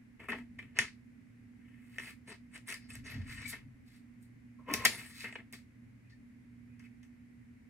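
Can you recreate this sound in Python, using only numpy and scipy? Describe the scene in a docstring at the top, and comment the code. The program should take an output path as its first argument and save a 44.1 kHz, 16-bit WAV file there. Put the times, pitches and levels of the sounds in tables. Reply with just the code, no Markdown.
"""Scissors cut paper at a wooden table in a small room, a couple of metres from a phone.
Parting fibres excite the sheet in a dense crackle and the blade edge in a rasp. Impacts ring as
paper snaps and the blades click shut; friction makes the pivot squeak and something wooden creak.
Bumps thud through floor and table. An appliance hums near twice the mains frequency and near the
octave of that, over air noise and microphone hiss."""
import sys
import numpy as np
from scipy import signal
from scipy.fft import rfft, irfft, next_fast_len
from scipy.io import wavfile

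SR = 44100
rng = np.random.default_rng(int(sys.argv[2]) if len(sys.argv) > 2 else 0)


def dump_mix(stems):
    """Bounce the given channels to the path in sys.argv[1] as a 16-bit WAV at rate SR."""
    frames = np.atleast_2d(stems).T  # one column per channel
    limited = np.clip(frames, -1, 1)  # hard clip at full scale
    pcm = np.round(limited * 32767).astype(np.int16)
    wavfile.write(sys.argv[1], SR, pcm)


N = 339129
FFT_SIZE = next_fast_len(N + SR)


def undb(db):
    return 10 ** (np.asarray(db) / 20)


def level(x, db):
    """Scale to an rms level in dB."""
    return x * undb(db) / np.sqrt(np.mean(x ** 2))


def along(points, hz):
    """Interpolate (f/Hz, value) points on a logarithmic frequency axis."""
    f, v = np.transpose(points)
    return np.interp(np.log(np.maximum(hz, 1)), np.log(f), v)


def colour(x, spectrum):
    """Minimum-phase filter of the given spectral shape, with unit power gain for white noise."""
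    log_gain = np.log(undb(along(spectrum, np.fft.rfftfreq(8192, 1 / SR))))
    cepstrum = irfft(log_gain)
    cepstrum[1:4096] *= 2  # folding onto positive time makes the filter causal
    cepstrum[4097:] = 0
    response = irfft(np.exp(rfft(cepstrum)))
    return signal.fftconvolve(x, response / np.sqrt(np.sum(response ** 2)))[:len(x)]


def band(x, hz, spread):
    """Band-pass from hz / spread to hz * spread."""
    return signal.sosfilt(signal.butter(2, [hz / spread, hz * spread], "bandpass", fs=SR, output="sos"), x)


def resonance(x, hz, width_hz):
    """Response of one damped mode of the given bandwidth."""
    edges = [hz - width_hz / 2, hz + width_hz / 2]
    return signal.sosfilt(signal.butter(1, edges, "bandpass", fs=SR, output="sos"), x)


def wavering_tone(hz, width_hz, waver_db):
    """Random modulation of amplitude and phase broadens a spectral line; rms 1."""
    pole = np.exp(-np.pi * width_hz / SR)
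    waver = level(signal.lfilter([1], [1, -pole], rng.standard_normal((2, N))), waver_db)
    carrier = np.exp(2j * np.pi * np.cumsum(hz * np.ones(N)) / SR)
    return level((carrier * (1 + waver[0] + 1j * waver[1])).real, 0)


def swells(rows, steepness=1):
    """Sum of exponential envelopes, each held from its time t; rise and fall span 25 dB * steepness."""
    out = np.zeros(N)
    for t, rise, hold, fall, db in rows:
        i = np.arange(max(int((t - 2 * rise) * SR), 0), min(int((t + hold + 2 * fall) * SR), N))
        away = np.maximum((t - i / SR) / rise, 0) + np.maximum((i / SR - t - hold) / fall, 0)
        out[i] += undb(db - 25 * steepness * away)
    return out


def air():
    """Steady air noise and microphone hiss, coherent between the two ports only in the bass."""
    # noise spectrum: f/Hz, relative density/dB
    spectrum = [(12, -52.5), (20, -23.5), (60, -10.5), (113, -6), (177, -14), (241, -2.5), (270, -5.5),
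                (319, -20.5), (434, -27.5), (698, -34.5), (1260, -35), (2080, -24.5), (3340, -44),
                (11400, -48.5), (16000, -61)]
    # likeness of left and right: f/Hz, correlation
    coherence = [(60, .93), (150, 0.94), (290, 0.24), (640, 0.07), (16000, 0.027)]
    hz = np.fft.rfftfreq(FFT_SIZE, 1 / SR)
    alike = along(coherence, hz)
    mid, side = rfft(rng.standard_normal((2, FFT_SIZE))) * undb(along(spectrum, hz))
    ports = mid * np.sqrt(1 + alike) + np.outer([1, -1], side * np.sqrt(1 - alike))
    return level(irfft(ports, FFT_SIZE)[:, :N], -59.5)


def hum():
    """Forced vibration of an appliance: wavering lines near twice and four times the mains frequency."""
    # hum lines: f/Hz, width/Hz, level/dB, left above centre/dB
    lines = [(118, 2.3, -65, -1.5), (241.1, 3.2, -61, -3)]
    return sum(np.outer(undb([db + left_db, db - left_db]), wavering_tone(hz, width, waver_db=-7))
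               for hz, width, db, left_db in lines)


def tearing(changes_per_s=160, deviation_db=3):
    """Fracture is intermittent: a quick random fluctuation of level, in dB."""
    knots = np.arange(0, N, int(SR / changes_per_s))
    return deviation_db * np.interp(np.arange(N), knots, rng.standard_normal(len(knots)))


def fibres(tearing_db, breaks_per_s=12000, scatter_db=1.8):
    """Shot noise: each breaking fibre gives one impulse of random size; rms 1."""
    breaks = rng.random(N) < breaks_per_s / SR
    size = undb(scatter_db * rng.exponential(size=N) + tearing_db)
    return level(breaks * size * rng.standard_normal(N), 0)


def strokes():
    """Parting fibres drive the sheet in four frequency ranges, all modulated by the same tearing."""
    # blade on paper and paper on paper: t/s, rise/s, hold/s, fall/s, crackle level/dB,
    # then relative to the crackle: hiss/dB, sizzle/dB, flutter/dB
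    cuts = [ (0.195, .003, 0.052, 0.058, -59, -22, -20, -0.5),
            (0.286, 0.0055, 0.032, 0.025, -46.5, -23, -18.5, -3.5),
            (0.324, 0.012, 0.015, 0.034, -45, -40, -42, 0.5),
            (0.354, 0.018, 0.031, 0.066, -56.5, -15, -18, 0),
            (0.589, 0.0059, 0.0018, 0.013, -46.5, -17.5, -26.5, -12.5),
            (0.6, .01, 0.028, 0.14, -62, -25.5, -19, -7),
            (0.767, 0.016, .016, 0.008, -45.5, -9.5, -31, -3.5),
            (0.792, 0.0035, 0.0043, 0.048, -30, -9.5, -24, -11.5),
            (0.83, .01, 0.035, 0.097, -56.5, -3, -28.5, -14), (1.66, 0.14, 0.11, .3, -72, -30.5, -18, -18),
            (1.814, 0.066, 0.12, .03, -96, -5, 5, -17), (1.996, 0.0037, 0.0015, 0.015, -43.5, -10, -25, -9),
            (2.041, 0.18, 0.064, 0.046, -53.5, -9, -8, -11),
            (2.279, 0.019, 0.047, 0.058, -55, -6.5, -19, -0.5),
            (2.553, 0.038, 0.012, 0.051, -51, -12, -21, -12),
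            (2.684, 0.024, 0.049, 0.064, -48, -7.5, -11, -13.5),
            (2.825, 0.034, 0.046, .03, -72, -15, -29, -7),
            (2.902, 0.023, 0.065, 0.073, -58, -6.5, -35, -11.5),
            (3.056, 0.022, 0.079, 0.14, -52, -7, -37, -9.5),
            (3.299, 0.088, .15, 0.026, -53, -8.5, -27, -19),
            (3.455, .01, 0.014, 0.072, -57.5, -3, -20, -29),
            (3.492, 0.035, 0.011, 0.026, -57.5, 7.5, 11.5, -36),
            (3.522, 0.012, 0.016, 0.09, -49.5, -11.5, -38, -9),
            (3.88, 0.04, 0.087, .1, -74, -1.5, -3.5, -20), (4.23, 0.034, .004, 0.057, -86, 7, 14, -10),
            (4.698, 0.038, 0.0033, 0.084, -46.5, -26.5, -34.5, -1),
            (4.741, 0.016, 0.0022, 0.0099, -40, 0.5, -6.5, 3),
            (4.755, 0.011, 0.1, 0.061, -49.5, -7.5, -15.5, -6.5),
            (4.851, 0.003, 0.0036, 0.02, -29.5, 2, -0.5, -6), (4.875, 0.017, 0.03, 0.16, -51, 3, -7.5, 1.5),
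            (4.986, 0.15, 0.0055, 0.16, -51, -11.5, -6, -15.5),
            (5.218, 0.19, 0.0036, 0.083, -54, 2, -1.5, -36),
            (5.244, 0.015, 0.0073, 0.04, -43, -45, -31, -6),
            (5.284, 0.034, 0.056, 0.021, -61, -26, -39.5, -10),
            (5.355, 0.0037, 0.0023, 0.011, -40, -22, -43, -26),
            (5.386, 0.043, 0.0043, 0.066, -58, -32, -26, 0),
            (5.533, 0.009, 0.0042, 0.071, -52.5, -1, -7, -8.5),
            (6.098, 0.0066, 0.026, 0.043, -76, 0, -24, -26),
            (6.797, 0.019, 0.0095, 0.026, -71, -23, -17, -10),
            (6.842, 0.041, 0.016, 0.036, -67, -13, -14, -20),
            (7.033, 0.014, 0.018, .06, -73.5, -13, -8.5, -18), ]
    # spectra of the sheet's four ranges: f/Hz, relative density/dB
    crackle = [(590, -47.5), (1000, -14), (1490, -8.5), (1710, -0.5), (2250, 0), (2860, -8.5), (3340, -16),
               (4200, -33.5), (5460, -51.5), (9240, -120)]
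    hiss = [(2000, -30), (3400, 0.5), (3860, 4), (4890, 4), (5660, -3.5), (8500, -8), (11000, -28.5),
            (18700, -120)]
    sizzle = [(4410, -27.5), (7500, 1.5), (9270, 0), (12100, -8), (13700, -4.5), (16000, -13.5)]
    flutter = [(120, -31.5), (200, -10.5), (238, -0.5), (488, -17.5), (663, -14), (1300, -20),
               (1690, -38.5), (2860, -120)]
    rows = np.array(cuts)
    timing = rows[:, :4]
    crackle_db, hiss_db, sizzle_db, flutter_db = rows[:, 4:].T
    ranges = [(crackle, 0, 1), (hiss, hiss_db, 1.1), (sizzle, sizzle_db, 1), (flutter, flutter_db, .92)]
    tearing_db = tearing()
    out = np.zeros(N)
    for spectrum, above_db, steepness in ranges:
        envelope = swells(np.column_stack([timing, crackle_db + above_db]), steepness)
        out += colour(fibres(tearing_db) * envelope, spectrum)
    return out


def snaps():
    """Impact excitation: a click and its rattle ring near one pitch and excite blades and table."""
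    # snaps of paper and blades: t/s, ring peak/dB, ring f/Hz, crack re ring/dB, crack f/Hz,
    # knock re ring/dB, rattle time constant/s
    impacts = [(0.202, -46, 1960, -32, 8000, -36, 0.0013), (0.286, -30.5, 1620, -31, 9000, -30, 0.0014),
               (0.303, -30, 1710, -11.5, 8200, -8, 0.0017), (0.3204, -27, 1830, -41, 6500, -16, 0.00096),
               (0.332, -30, 1960, -37, 6000, -1.5, 0.00079), (0.589, -47, 2302, -27.5, 6500, -7.5, 0.0015),
               (0.627, -45.5, 2250, -31.5, 6000, -14, 0.0013), (0.769, -40.5, 2050, -15, 4490, -22, 0.0024),
               (0.7886, -11.5, 1850, -2.5, 5835, -12, 0.00032),
               (1.984, -25, 1810, -12.5, 4900, -16, 0.00086), (2.578, -53.5, 1990, 7, 7640, 1, 0.00072),
               (2.687, -44, 1760, 9, 9000, -14, 0.0014), (2.702, -36.5, 2170, 4, 6500, -12.5, 0.00077),
               (2.713, -44, 2200, 3, 9100, -16, 0.001), (2.7243, -33, 2200, -4, 8000, -15, 0.001),
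               (2.742, -39.5, 2220, 6, 7500, -19, 0.0015), (2.904, -42, 2050, -2, 8000, -17, 0.0013),
               (2.954, -45, 1700, 11, 8400, -8, 0.0011), (3.419, -52, 2200, 8, 7200, 0, 0.002),
               (3.536, -39.5, 1820, -16, 5000, -10, 0.001), (4.714, -42.5, 1934, -0.5, 9500, 5, 0.001),
               (4.738, -23, 2000, 6, 8800, -12.5, 0.00098), (4.7392, -22.5, 2050, 3, 5600, -13.5, 0.001),
               (4.851, -16.5, 1860, 3, 9200, -13.5, 0.0018),
               (4.8535, -15.5, 1840, 2.5, 8900, -6.5, 0.00076),
               (4.859, -15, 2300, -18.5, 7000, -8.5, 0.0023),
               (4.869, -23.5, 2282, -24.5, 7000, -13.5, 0.0017),
               (5.326, -40, 1840, -29, 7970, -7.5, 0.0014), (5.358, -48, 1970, -27, 5000, 10.5, 0.001),
               (5.5262, -47.5, 2160, 11, 12030, -9, 0.0011), (6.795, -57, 2310, 3, 6570, -13, 0.001),
               (7.031, -57.5, 2474, 1, 6400, -10, 0.0016)]
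    # modes of the blades: f/Hz, width/Hz, gain/dB
    blade_modes = [(3100, 900, -4.5), (5100, 1600, 4.5), (6400, 1100, -2.5), (8117, 520, -5.5),
                   (9800, 2000, -6), (13000, 10000, -6)]
    length = 2048
    t = np.arange(length) / SR
    click = 1. * (t == 0)
    blades = sum(undb(db) * resonance(click, hz, width) for hz, width, db in blade_modes)
    table = signal.sosfilt(signal.butter(2, [380, 1300], "bandpass", fs=SR, output="sos"), click)
    table += undb(10) * resonance(click, hz=269, width_hz=16)
    out = np.zeros(N + length)
    for onset, db, hz, crack_db, crack_hz, knock_db, rattle_s in impacts:
        burst = click + .58 * rng.standard_normal(length) * np.exp(-t / rattle_s)
        ring = band(burst, hz, spread=1.32) + undb(6) * resonance(burst, hz, width_hz=80)
        crack = band(signal.fftconvolve(burst, blades)[:length], crack_hz, spread=1.55)
        knock = signal.fftconvolve(burst, table)[:length]
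        ring, crack, knock = (part / np.max(np.abs(part)) for part in (ring, crack, knock))
        i = int(onset * SR)
        out[i:i + length] += undb(db) * (ring + undb(crack_db) * crack + undb(knock_db) * knock)
    return out[:N]


def thuds():
    """Structure-borne sound: a low rumble swells with each bump, nearly alike at both ports."""
    # bumps through floor and table: t/s, rise/s, hold/s, fall/s, level/dB
    bumps = [(0.33, 0.12, 0.33, 0.096, -57.5), (0.796, 0.028, 0.0035, 0.15, -51),
             (3.03, 0.41, 0.02, 0.05, -50), (3.176, 0.17, 0.0095, 0.47, -42.5),
             (3.468, 0.4, 0.012, 0.17, -60), (3.664, 0.12, 0.0035, 0.13, -52),
             (4.726, 0.053, .01, 0.66, -48.5)]
    # rumble spectrum: f/Hz, relative density/dB
    spectrum = [(15, -43.5), (25, -16), (96, -4), (129, 0), (147, -12.5), (188, -17), (241, 1),
                (330, -33.5), (430, -43.5), (730, -120)]
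    mid, side = (level(colour(rng.standard_normal(N), spectrum), 0) for _ in range(2))
    return swells(bumps) * (mid + undb(-13) * np.outer([1, -1], side))


def drones():
    """Free vibration: the table top sounds one low mode after a push."""
    # notes of the table top: t/s, rise/s, hold/s, fall/s, level/dB, f/Hz
    notes = [(0.362, 0.016, 0.029, 0.12, -46.5, 241.4), (3.165, 0.055, 0.039, .15, -43.5, 92.7),
             (4.716, 0.008, 0.009, 0.036, -38, 295)]
    return sum(swells([shape]) * wavering_tone(hz, width_hz=16, waver_db=-10.5) for *shape, hz in notes)


def squeaks():
    """Friction of steel on steel excites short, unsteady tones at the pivot."""
    # rubs of the pivot: t/s, rise/s, hold/s, fall/s, level/dB, f/Hz
    rubs = [(0.593, .004, .006, .03, -48, 2350), (3.456, .005, .006, .015, -42, 2270),
            (3.473, .01, .004, .04, -45, 2250), (6.05, .02, .03, .03, -76, 2450),
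            (6.7, .02, .06, .03, -77, 2450), (6.122, .01, .01, .03, -70, 1800)]
    return sum(swells([shape]) * wavering_tone(hz, width_hz=33, waver_db=-.5) for *shape, hz in rubs)


def rasps():
    """Resonant filtering: each pass sounds the fibre impulses through one resonance of the blade."""
    # passes along the edge: t/s, rise/s, hold/s, fall/s, level/dB, centre f/Hz
    passes = [(2.283, 0.019, 0.018, 0.04, -60.5, 8400), (2.55, 0.032, 0.011, 0.024, -58, 8400),
              (2.677, 0.012, 0.06, 0.021, -53, 9000), (2.824, 0.044, 0.049, .03, -72.5, 4770),
              (2.899, 0.02, 0.046, 0.021, -59, 8200), (3.051, 0.013, 0.024, 0.045, -64, 6400),
              (3.056, 0.017, 0.033, 0.045, -63.5, 8950), (3.116, 0.071, 0.022, 0.023, -65.5, 11500),
              (3.31, 0.061, 0.039, .06, -68, 12200), (4.936, .05, 0.026, 0.072, -55.5, 9800),
              (5.06, 0.059, 0.028, 0.074, -60, 8750), (3.287, 0.051, 0.12, .04, -62, 8200),
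              (3.472, .03, .012, .03, -52, 8000), (3.492, 0.023, 0.011, 0.02, -45, 11100),
              (5.324, 0.034, 0.025, 0.029, -68.5, 7800), (6.098, 0.0062, 0.019, 0.039, -72, 4540),
              (2.015, 0.054, 0.036, 0.033, -62.5, 8750), (6.797, 0.0048, 0.0059, 0.017, -72, 6480),
              (6.845, .015, .015, 0.031, -65.5, 2300), (2.073, 0.069, 0.035, 0.027, -56, 2270),
              (5.208, 0.05, 0.021, .04, -56.5, 2400), (5.255, .01, 0.012, 0.043, -47.5, 2070),
              (7.03, 0.0047, 0.0068, .02, -71.5, 6400)]
    drive = fibres(tearing())
    return sum(swells([shape]) * level(band(drive, hz, spread=1.12), 0) for *shape, hz in passes)


def creak():
    """Stick-slip friction: wood sounds a few unsteady partials that bend in pitch together."""
    # slips of the wood: t/s, rise/s, hold/s, fall/s, level/dB
    slips = [(4.594, 0.011, .004, 0.16, -64), (4.688, 0.016, 0.019, 0.051, -42),
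             (4.775, 0.033, 0.049, 0.036, -50), (4.85, 0.047, 0.0051, 0.016, -46)]
    # partials of the creak: f/Hz, width/Hz, relative level/dB
    partials = [(269, 8.7, -3), (542, 34, -6), (1063, 40, 1)]
    # pitch bend: t/s, frequency ratio
    bend_curve = [(4.6, 1), (4.67, .97), (4.682, .94), (4.715, 1.03), (4.74, .99), (4.79, 1.015),
                  (4.82, .985)]
    bend = np.interp(np.arange(N) / SR, *np.transpose(bend_curve))
    tones = sum(undb(db) * wavering_tone(hz * bend, width, waver_db=0) for hz, width, db in partials)
    return swells(slips) * tones


def room(x, gap_s=.0016, low_t60_s=.042, treble_t60_s=.19):
    """Direct sound, earlier on the right and louder on the left, plus exponential reverberation."""
    # phase of the direct sound: f/Hz, lead of the left port/rad
    left_lead = [(0, 0), (690, -0.3), (1550, 0.2), (2410, -0.7), (3100, -1.7), (5430, -4.8), (6460, -6.8),
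                 (7410, -8.0), (9220, -7.2), (10500, -6.9), (11800, -6.3), (16200, -6.3)]
    t = np.arange(SR // 2) / SR
    mid, side = rng.standard_normal((2, len(t))) * np.clip(t / gap_s - .5, 0, 1)
    # long waves reach both ports alike
    side = signal.lfilter(*signal.butter(1, 1500, "highpass", fs=SR), side)
    diffuse = mid + np.outer([1, -1], side)
    low = signal.lfilter(*signal.butter(2, 3500, fs=SR), diffuse)
    tail = np.zeros_like(diffuse)
    for part, t60, db in (low, low_t60_s, 2), (diffuse - low, treble_t60_s, -4):
        decay = undb(-60 * t / t60)
        tail += part * decay * undb(db) / np.sqrt(2 * np.sum(decay ** 2))
    hz = np.fft.rfftfreq(FFT_SIZE, 1 / SR)
    phase = np.interp(hz, *np.transpose(left_lead))
    direct = np.array([undb(1.1) * np.exp(1j * phase), undb(-1.1) * np.ones(len(hz))])
    return irfft(rfft(x, FFT_SIZE) * (direct + rfft(tail, FFT_SIZE)), FFT_SIZE)[:, :N]


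def scene():
    """Superposition of all sources at the two microphone ports."""
    airborne = room(strokes() + rasps() + snaps() + squeaks() + creak())
    return airborne + drones() + thuds() + air() + hum()


def record(dry, narrow_hz=11500, top_hz=15800):
    """Band limiting: the stereo image narrows in the high treble, and the top is cut."""
    mid, side = (dry[0] + dry[1]) / 2, (dry[0] - dry[1]) / 2
    side = signal.sosfiltfilt(signal.butter(6, narrow_hz, fs=SR, output="sos"), side)
    top_cut = signal.ellip(8, .1, 40, top_hz, fs=SR, output="sos")
    return signal.sosfiltfilt(top_cut, [mid + side, mid - side])


dry = scene()
out = record(dry)
dump_mix(out)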